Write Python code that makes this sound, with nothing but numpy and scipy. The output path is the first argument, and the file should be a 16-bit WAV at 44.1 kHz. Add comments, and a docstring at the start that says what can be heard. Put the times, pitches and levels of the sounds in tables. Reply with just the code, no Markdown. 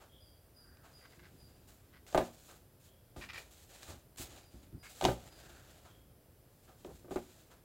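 """A needle pops through cloth stretched drum-tight in an embroidery hoop, close up in a small room.
Each pop cracks the fibres apart and sets the cloth ringing like a small drumhead. The tip scratches
about, and thread rasps through the weave in pulls made of tiny slips, snagging once.
Hands rub, shift and tap on the hoop and cloth; birds call faintly outside, over a bed of room tone."""
import sys
import numpy as np
from scipy import signal
from scipy.fft import rfft, irfft
from scipy.io import wavfile

SR = 44100
rng = np.random.default_rng(int(sys.argv[2]) if len(sys.argv) > 2 else 0)


def wrap_up_sound(samples):
    """Save the sound to the file named by the first command line argument, as 16-bit audio."""
    columns = np.atleast_2d(samples).T
    # keep every value between -1 and 1, then stretch to whole-number steps
    tamed = np.clip(columns, -1, 1)
    steps = np.round(tamed * 32767).astype(np.int16)
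    wavfile.write(sys.argv[1], SR, steps)


N = 336924
TIME = np.arange(N) / SR

# low hum and hiss of the still room: (frequency [Hz], spectral level [dB])
ROOM_TONE_EQ = [(15, -36.5), (25, -7), (59, 3), (113, 2), (194, -7), (557, -10), (981, -20.5),
                (1550, -22.5), (2330, -26.5), (3390, -27), (3990, -29), (4950, -26.5), (6490, -31.5),
                (12400, -23.5), (15800, -26)]
# brushes of skin over the cloth: (time [s], level [dB], brightness [dB/octave])
RUBS = [(0, -62.5, -2.5), (.83, -62, -2.5), (1.671, -60.5, 2.5), (2.48, -61, -3), (3.87, -55.5, -2),
        (5.841, -62.5, -2.5), (6.67, -63.5, -5), (7.5, -64, -1.5)]
# colour of skin or thread sliding on the weave: (frequency [Hz], spectral level [dB])
FRICTION_EQ = [(150, -14.5), (380, 2.5), (750, 6), (1000, -2), (1550, 1.5), (2000, -1.5), (2450, 0),
               (4000, 1.5), (5600, -3), (7300, 3), (9000, -4.5), (15000, -8)]
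# a mid-pitched bird: (time [s], level [dB])
MID_CALLS = [(.085, -64.5), (2.829, -74), (5.84, -71)]
# a shrill bird: (time [s], level [dB])
SHRILL_CALLS = [(.185, -66), (.536, -63), (.914, -63.5), (1.358, -66), (4.402, -71), (4.772, -66),
                (5.275, -66.5)]
# long, hoarse calls far away: (time [s], level [dB])
HOARSE_CALLS = [(.53, -71), (5.275, -67.5)]
# the grip shifts on the hoop and settles: (time [s], level [dB], settling time [s])
GRIP_SHIFTS = [(.68, -66.5, 0.29), (1.16, -59, 0.54), (3.168, -48.5, 0.1), (3.88, -46.5, 0.066),
               (4.19, -48, .08), (4.532, -51, 0.12), (4.724, -45.5, 0.034), (5.15, -60.5, 1),
               (6.87, -51, .07)]
# colour of the handling rumble: (frequency [Hz], spectral level [dB])
RUMBLE_EQ = [(25, -36), (45, -4), (65, 6.5), (100, 0), (200, -7), (370, -8), (500, -36), (750, -31),
             (1400, -37), (3000, -54)]
# modes of the taut cloth: (frequency [Hz], level [dB], t60 before damping [s])
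CLOTH_MODES = [(59.8, -5, 0.81), (120.4, -6, 0.37), (179, -5, 0.65), (237, -5.5, 0.66), (293.5, 0.5, 0.25),
               (341, 3, 0.17), (358, 6, 0.23), (383, 1, 0.31), (444, -30.5, 0.16), (536, -2.5, 0.26),
               (573, 8, 0.07), (569.5, 2.5, 0.18), (637, -0.5, 0.17), (671, -15, 0.33), (684, -3.5, 0.19),
               (764, 6, 0.052), (767, -3.5, 0.19), (847, -2.5, 0.22), (933, -6.5, 0.13), (1007, -12, 0.2),
               (1160, -37, 0.15), (1166, -37, 0.17), (1206, 2, 0.25), (1527, 2, 0.18), (1693, -12, 0.59)]
# single fibres catching: (time [s], relative level [dB])
TICKS = [(0.771, -53), (1.123, -57), (2.066, -47), (3.761, -46), (3.831, -38), (4.16, -50), (4.184, -37.5),
         (4.725, -63)]
# pulls of the thread: (time [s], length [s], level [dB], swell [dB], brightness [dB/octave])
PULLS = [(0.852, 1, -68.5, -6, -2), (2.067, .2, -61, 3, -0.5), (2.299, 0.25, -67, 3, 1.5),
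         (2.796, 0.069, -71, 6, 2), (3.16, 0.082, -59.5, 2, -1), (3.329, 0.14, -51.5, -15, -1),
         (3.503, 0.21, -57.5, -11, 1), (3.688, 0.2, -62, 7.5, -0.5), (4.169, .05, -48, 2, 2),
         (4.23, 0.18, -56, -4.5, -1.5), (4.496, 0.14, -70.5, 3, -1.5), (4.824, 0.26, -59.5, 9, 0.7),
         (5.069, 0.69, -61, -1.5, -1.7), (6.501, 0.46, -78.5, 12.5, 1), (7.093, 0.32, -60.5, -6.5, 0)]
# the tip scratching and the thread rasping in its hole: (time [s], length [s], level [dB])
SCRATCHES = [(1.006, 0.048, -65.5), (1.047, .012, -65), (1.121, 0.0071, -61.5), (1.187, 0.0054, -60),
             (1.226, 0.039, -62.5), (1.927, 0.046, -64.5), (3.21, 0.033, -49.5), (3.287, 0.0079, -44),
             (3.329, 0.052, -48.5), (4.826, 0.045, -56.5)]
# needle and snagged thread popping through:
# (time [s], ring level [dB], contact pitch [Hz], crack level [dB], thump level [dB])
POPS = [(2.127, -54.5, 650, -47.5, -58), (2.1467, -24.5, 570, -32, -49), (2.1764, -24.5, 553, -26.5, -38),
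        (3.163, -49, 557, -60, -48), (5.011, -42, 850, -32.5, -57), (5.023, -35, 440, -42, -55),
        (5.041, -47, 600, -26, -26.5), (5.0513, -28, 360, -20.5, -33), (5.083, -30, 590, -60, -24)]
# colour of fibres snapping apart: (frequency [Hz], spectral level [dB])
CRACK_EQ = [(300, 0), (900, 8), (1600, -10.5), (2400, -1.5), (3800, -1.5), (5000, -10.5), (7000, -9.5),
            (10000, -19.5), (16000, -30)]
# fingers tapping the cloth: (time [s], ring level [dB], crack level [dB], skid length [s])
TAPS = [(6.847, -48, -52, 0.063), (7.045, -56.5, -80, .015), (7.08, -53, -80, .015),
        (7.109, -40.5, -53, 0.022), (7.159, -34, -41, 0.0035)]
TAP_HZ = 340   # a fingertip is softer than the needle


def room_tone(level_db=-63, side_db=-81):
    """A steady stereo bed: dark noise in the centre, a trace of bright hiss for width."""
    centre = from_db(level_db) * colour(rng.standard_normal(N), ROOM_TONE_EQ)
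    side = from_db(side_db) * colour(rng.standard_normal(N), [(2000, -69), (5000, -1.5), (12000, 3.5)])
    return centre + side * np.array([[1], [-1]])


def gesture(start_s, length_s, attack_s, release_s, swell_db=0):
    """A move sets in, swells or fades while held, then tails off: its sample indices and envelope."""
    end_s = start_s + length_s + 6 * release_s
    at = np.arange(max(round(start_s * SR), 0), min(round(end_s * SR), N))
    t = TIME[:len(at)]
    attack = 1 - np.exp(-t / attack_s)
    hold = from_db(swell_db * np.minimum(t / (length_s + 1 / SR), 1))
    release = np.exp(-np.maximum(t - length_s, 0) / release_s)
    return at, attack * hold * release


def friction(slips, brightness):
    """Slips over the weave take its colour, tilted by a brightness in dB per octave."""
    hz, db = np.transpose(FRICTION_EQ)
    tilted_eq = np.column_stack([hz, db + brightness * np.log2(hz / hz[0])])
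    return colour(slips * rng.choice([-1, 1], len(slips)), tilted_eq)


def skin_rubs(hollow_db=5):
    """Skin brushes the cloth briefly, with a hollow ring from the hoop."""
    out, slips = np.zeros(N), grains(per_s=4000, spread_db=2.5)
    for s, db, brightness in RUBS:
        at, speed = gesture(s, length_s=0.02, attack_s=0.0096, release_s=0.045)
        brush = friction(slips[at], brightness)
        hollow = from_db(hollow_db) * resonance(brush, hz=1150, width_hz=600)
        out[at] += from_db(db) * speed * (brush + hollow)
    return out


def bird(calls, hz, length_s, hoarse_hz, octave_db=None, arch=0.0401, fall=0.044):
    """One bird repeats a thin, hoarse whistle, arched and falling; a shrill one adds the octave."""
    out, wobble = np.zeros(N), drift(per_s=700)
    progress = np.linspace(0, 1, round(length_s * SR))
    contour = hz * (1 - arch * (2 * progress - 1) ** 2 - fall * (progress - 0.5))
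    envelope = 2 * np.sqrt(progress * (1 - progress))
    for s, db in calls:
        pitch = contour + hoarse_hz * wobble[round(s * SR):][:len(progress)]
        phase = 2 * np.pi * np.cumsum(pitch) / SR
        octave = 0 if octave_db is None else from_db(octave_db) * np.sin(2 * phase)
        add(out, s, from_db(db) * envelope * (np.sin(phase) + octave))
    return out


def birds_outside(gain_db=2, direct_db=-14):
    """Three birds, blurred by the walls on their way in."""
    song = (bird(MID_CALLS, hz=3320, length_s=0.11, hoarse_hz=160)
            + bird(SHRILL_CALLS, hz=4890, length_s=0.09, hoarse_hz=65, octave_db=-8)
            + bird(HOARSE_CALLS, hz=1552, length_s=0.38, hoarse_hz=252))
    wash = reverberation(song, t60=0.64, delay_s=0.0033)
    return from_db(gain_db) * (from_db(direct_db) * song + wash)


def hoop_handling(lumpy_db=4, drum_db=-13):
    """Skin drags on the hoop: a lumpy rumble that also stirs the cloth's modes."""
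    force = np.zeros(N)
    for s, db, settle_s in GRIP_SHIFTS:
        at, push = gesture(s, length_s=0, attack_s=0.0096, release_s=settle_s)
        force[at] += from_db(db) * push
    drag = grains(per_s=2500, spread_db=1.5) * from_db(lumpy_db * np.tanh(drift(per_s=30)))
    rumble = rms_one(colour(drag, RUMBLE_EQ))
    drum = rms_one(cloth([rumble] * len(CLOTH_MODES), damping=1.3))
    return force * (rumble + from_db(drum_db) * drum)


def cloth(drives, damping, loss_hz=1500):
    """The cloth rings, one drive per mode; neighbours swing opposite ways and highs are damped more."""
    return sum((-1) ** k * from_db(db) * ring(drive, hz, t60 / (damping + hz / loss_hz))
               for k, (drive, (hz, db, t60)) in enumerate(zip(drives, CLOTH_MODES)))


def fibre_ticks(decay_s=0.0022, gain_db=-5):
    """A caught fibre lets go with a tiny bright snap."""
    bursts = np.zeros(N)
    for s, db in TICKS:
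        add(bursts, s, from_db(db + gain_db) * np.exp(-TIME[:SR // 20] / decay_s))
    return colour(bursts * rng.standard_normal(N), [(500, 7), (2500, 7), (8000, 1), (16000, -18)])


def thread_pulls(uneven_db=2.5, waver_db=1):
    """Thread rasps through the weave in dense little slips, each pull with its own brightness."""
    out, slips = np.zeros(N), grains(per_s=5000, spread_db=2)
    slips *= from_db(uneven_db * drift(per_s=52) + waver_db * drift(per_s=16))
    for s, length_s, db, swell_db, brightness in PULLS:
        # longer pulls ease in and out more gently
        attack_s, release_s = 0.0035 + 0.024 * length_s, 0.02 + 0.14 * length_s
        at, speed = gesture(s, length_s, attack_s, release_s, swell_db)
        out[at] += from_db(db) * speed * friction(slips[at], brightness)
    return out


def needle_scratches(squeak_hz=1817, squeak_at_db=-51, overtone=1.243, width_hz=150, grit_db=-21):
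    """The tip skips from fibre to fibre and excites two squeaky resonances over a dry grit."""
    out, slips = np.zeros(N), grains(per_s=4500, spread_db=4.5)
    grit_eq = [(200, -31), (1100, 14), (3500, 3.5), (5000, 6), (6000, -1), (7500, -2), (10000, -44)]
    grit = from_db(grit_db) * colour(slips, grit_eq)
    for s, length_s, db in SCRATCHES:
        at, pressure = gesture(s, length_s, attack_s=0.0037, release_s=0.016)
        hz = squeak_hz * from_db(db - squeak_at_db) ** 0.094   # harder scratches squeak a little higher
        squeak = resonance(slips[at], hz, width_hz) + resonance(slips[at], hz * overtone, width_hz)
        out[at] += from_db(db) * pressure * rms_one(squeak + grit[at])
    return out


def hits(rebound_s=0.029, rebound_db=-9.5):
    """Pops, rebounds and taps that strike the cloth: (time [s], level [dB], contact pitch [Hz])."""
    pops = [(s, db, hz) for s, db, hz, _, _ in POPS]
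    pauses = np.diff([s for s, _, _ in pops], append=np.inf)
    # left alone after a pop, the cloth springs back once
    rebounds = [(s + rebound_s, db + rebound_db, hz)
                for (s, db, hz), pause in zip(pops, pauses) if pause > 2 * rebound_s]
    taps = [(s, db, TAP_HZ) for s, db, _, _ in TAPS]
    return pops + rebounds + taps


def cloth_thuds(contact_q=1.72, thump_hz=105, scatter_s=0.00075):
    """The body of a hit: it kicks the modes near its contact pitch; pops also thump the whole hoop."""
    thumps = [(s, thump_db, thump_hz) for s, _, _, _, thump_db in POPS]
    s, db, contact_hz = np.transpose(hits() + thumps)
    kicks = np.zeros((len(CLOTH_MODES), N))
    arrivals = s[:, None] + scatter_s * rng.random((len(s), len(CLOTH_MODES)))   # each mode a touch late
    for k, (hz, _, _) in enumerate(CLOTH_MODES):
        strength = from_db(db) / np.hypot(1, contact_q * (hz / contact_hz - contact_hz / hz))
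        np.add.at(kicks[k], (arrivals[:, k] * SR).astype(int), strength)
    return cloth(kicks, damping=2.23)


def weave_flutter(decay_s=0.015, gain_db=-6):
    """A hit also shakes the weave's countless weak modes, which die as one dense, dry burst."""
    bursts, t = np.zeros(N), TIME[:SR // 5]
    envelope = 2 * (np.exp(-t / decay_s) - np.exp(-4 * t / decay_s))
    for s, ring_db, _ in hits():
        add(bursts, s, from_db(ring_db + gain_db) * envelope)
    eq = [(60, -4.5), (200, -4.5), (500, -2), (780, -0.5), (1000, -14), (2000, -18.5), (5000, -36.5)]
    return colour(bursts * rng.standard_normal(N), eq)


def fibre_cracks(snap_s=0.0024, fray_s=0.021, fray_db=-16):
    """The crisp edge of pops and taps: fibres part with a snap and fray for a moment after."""
    snaps, t = np.zeros(N), TIME[:SR // 5]
    envelope = np.exp(-t / snap_s) + from_db(fray_db) * np.exp(-t / fray_s)
    for s, crack_db in [(s, db) for s, _, _, db, _ in POPS] + [(s, db) for s, _, db, _ in TAPS]:
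        add(snaps, s, from_db(crack_db) * envelope)
    return colour(snaps * grains(per_s=17000, spread_db=4), CRACK_EQ)


def finger_skids(width_hz=260, gain_db=-7):
    """A landing fingertip drags over the cloth with a dull, low rub."""
    force = np.zeros(N)
    for s, db, _, length_s in TAPS:
        at, push = gesture(s, length_s, attack_s=0.003, release_s=0.017)
        force[at] += from_db(db + gain_db) * push
    rub = resonance(grains(per_s=2700, spread_db=2), TAP_HZ, width_hz)
    return force * rms_one(resonance(rub, TAP_HZ, 2 * width_hz))


def scene(room_db=-13):
    """The handwork sits close and central in a short reverb; only the faint hiss has stereo width."""
    textures = skin_rubs() + fibre_ticks() + thread_pulls() + needle_scratches()
    impacts = cloth_thuds() + weave_flutter() + fibre_cracks() + finger_skids()
    handwork = textures + impacts
    room = from_db(room_db) * reverberation(handwork, t60=0.3, delay_s=0.009)
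    return handwork + room + hoop_handling() + birds_outside() + room_tone()


def record(dry):
    """A steep low-pass shaves off the topmost air."""
    cutoff_hz = 15850
    return signal.sosfilt(signal.ellip(12, 0.1, 80, cutoff_hz, fs=SR, output="sos"), dry)


def from_db(db):
    """Decibels to gain."""
    return 10 ** (np.asarray(db) / 20)


def rms_one(x):
    """Scale to unit rms."""
    return x / np.sqrt(np.mean(x ** 2) + 1e-20)


def add(out, s, sound):
    """Mix a sound in at time s."""
    start = max(round(s * SR), 0)
    out[start:start + len(sound)] += sound[:N - start]


def colour(x, points, size=8192):
    """Minimum-phase EQ through the given points; white noise keeps its power."""
    hz, db = np.transpose(points)
    log_bins = np.log(np.fft.rfftfreq(size, 1 / SR) + 1)
    gain = rms_one(from_db(np.interp(log_bins, np.log(hz), db)))
    cepstrum = irfft(np.log(gain))[:size // 2]
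    cepstrum[0] /= 2
    impulse = irfft(np.exp(rfft(2 * cepstrum, size)))
    return signal.oaconvolve(x, impulse)[:len(x)]


def resonance(x, hz, width_hz):
    """Two-pole band-pass with unity gain at its peak."""
    r = np.exp(-np.pi * width_hz / SR)
    feedback = [1, -2 * r * np.cos(2 * np.pi * hz / SR), r * r]
    return signal.lfilter(np.array([1, 0, -1]) * (1 - r * r) / 2, feedback, x + 1e-18)


def ring(x, hz, t60):
    """A unit click sets a sine of height 1 ringing."""
    r, w = np.exp(-np.log(1000) / (t60 * SR)), 2 * np.pi * hz / SR
    return signal.lfilter([0, np.sin(w)], [1, -2 * r * np.cos(w), r * r], x + 1e-18)


def drift(per_s):
    """A random wander with a spread near 1."""
    return np.interp(TIME * per_s, np.arange(N // 40), rng.standard_normal(N // 40))


def grains(per_s, spread_db):
    """Tiny slips of uneven size at random moments; rms 1."""
    sizes = from_db(spread_db * np.minimum(rng.exponential(1, N), 4)) * rng.choice([-1, 1], N)
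    return rms_one(sizes * (rng.random(N) < per_s / SR))


def reverberation(x, t60, delay_s):
    """Diffuse reflections that start after a short pre-delay and die away."""
    t = TIME[:SR]
    tail = rng.standard_normal(SR) * np.exp(-np.log(1000) * t / t60) * (t > delay_s)
    return signal.oaconvolve(x, tail / np.linalg.norm(tail))[:N]


dry = scene()
out = record(dry)
wrap_up_sound(out)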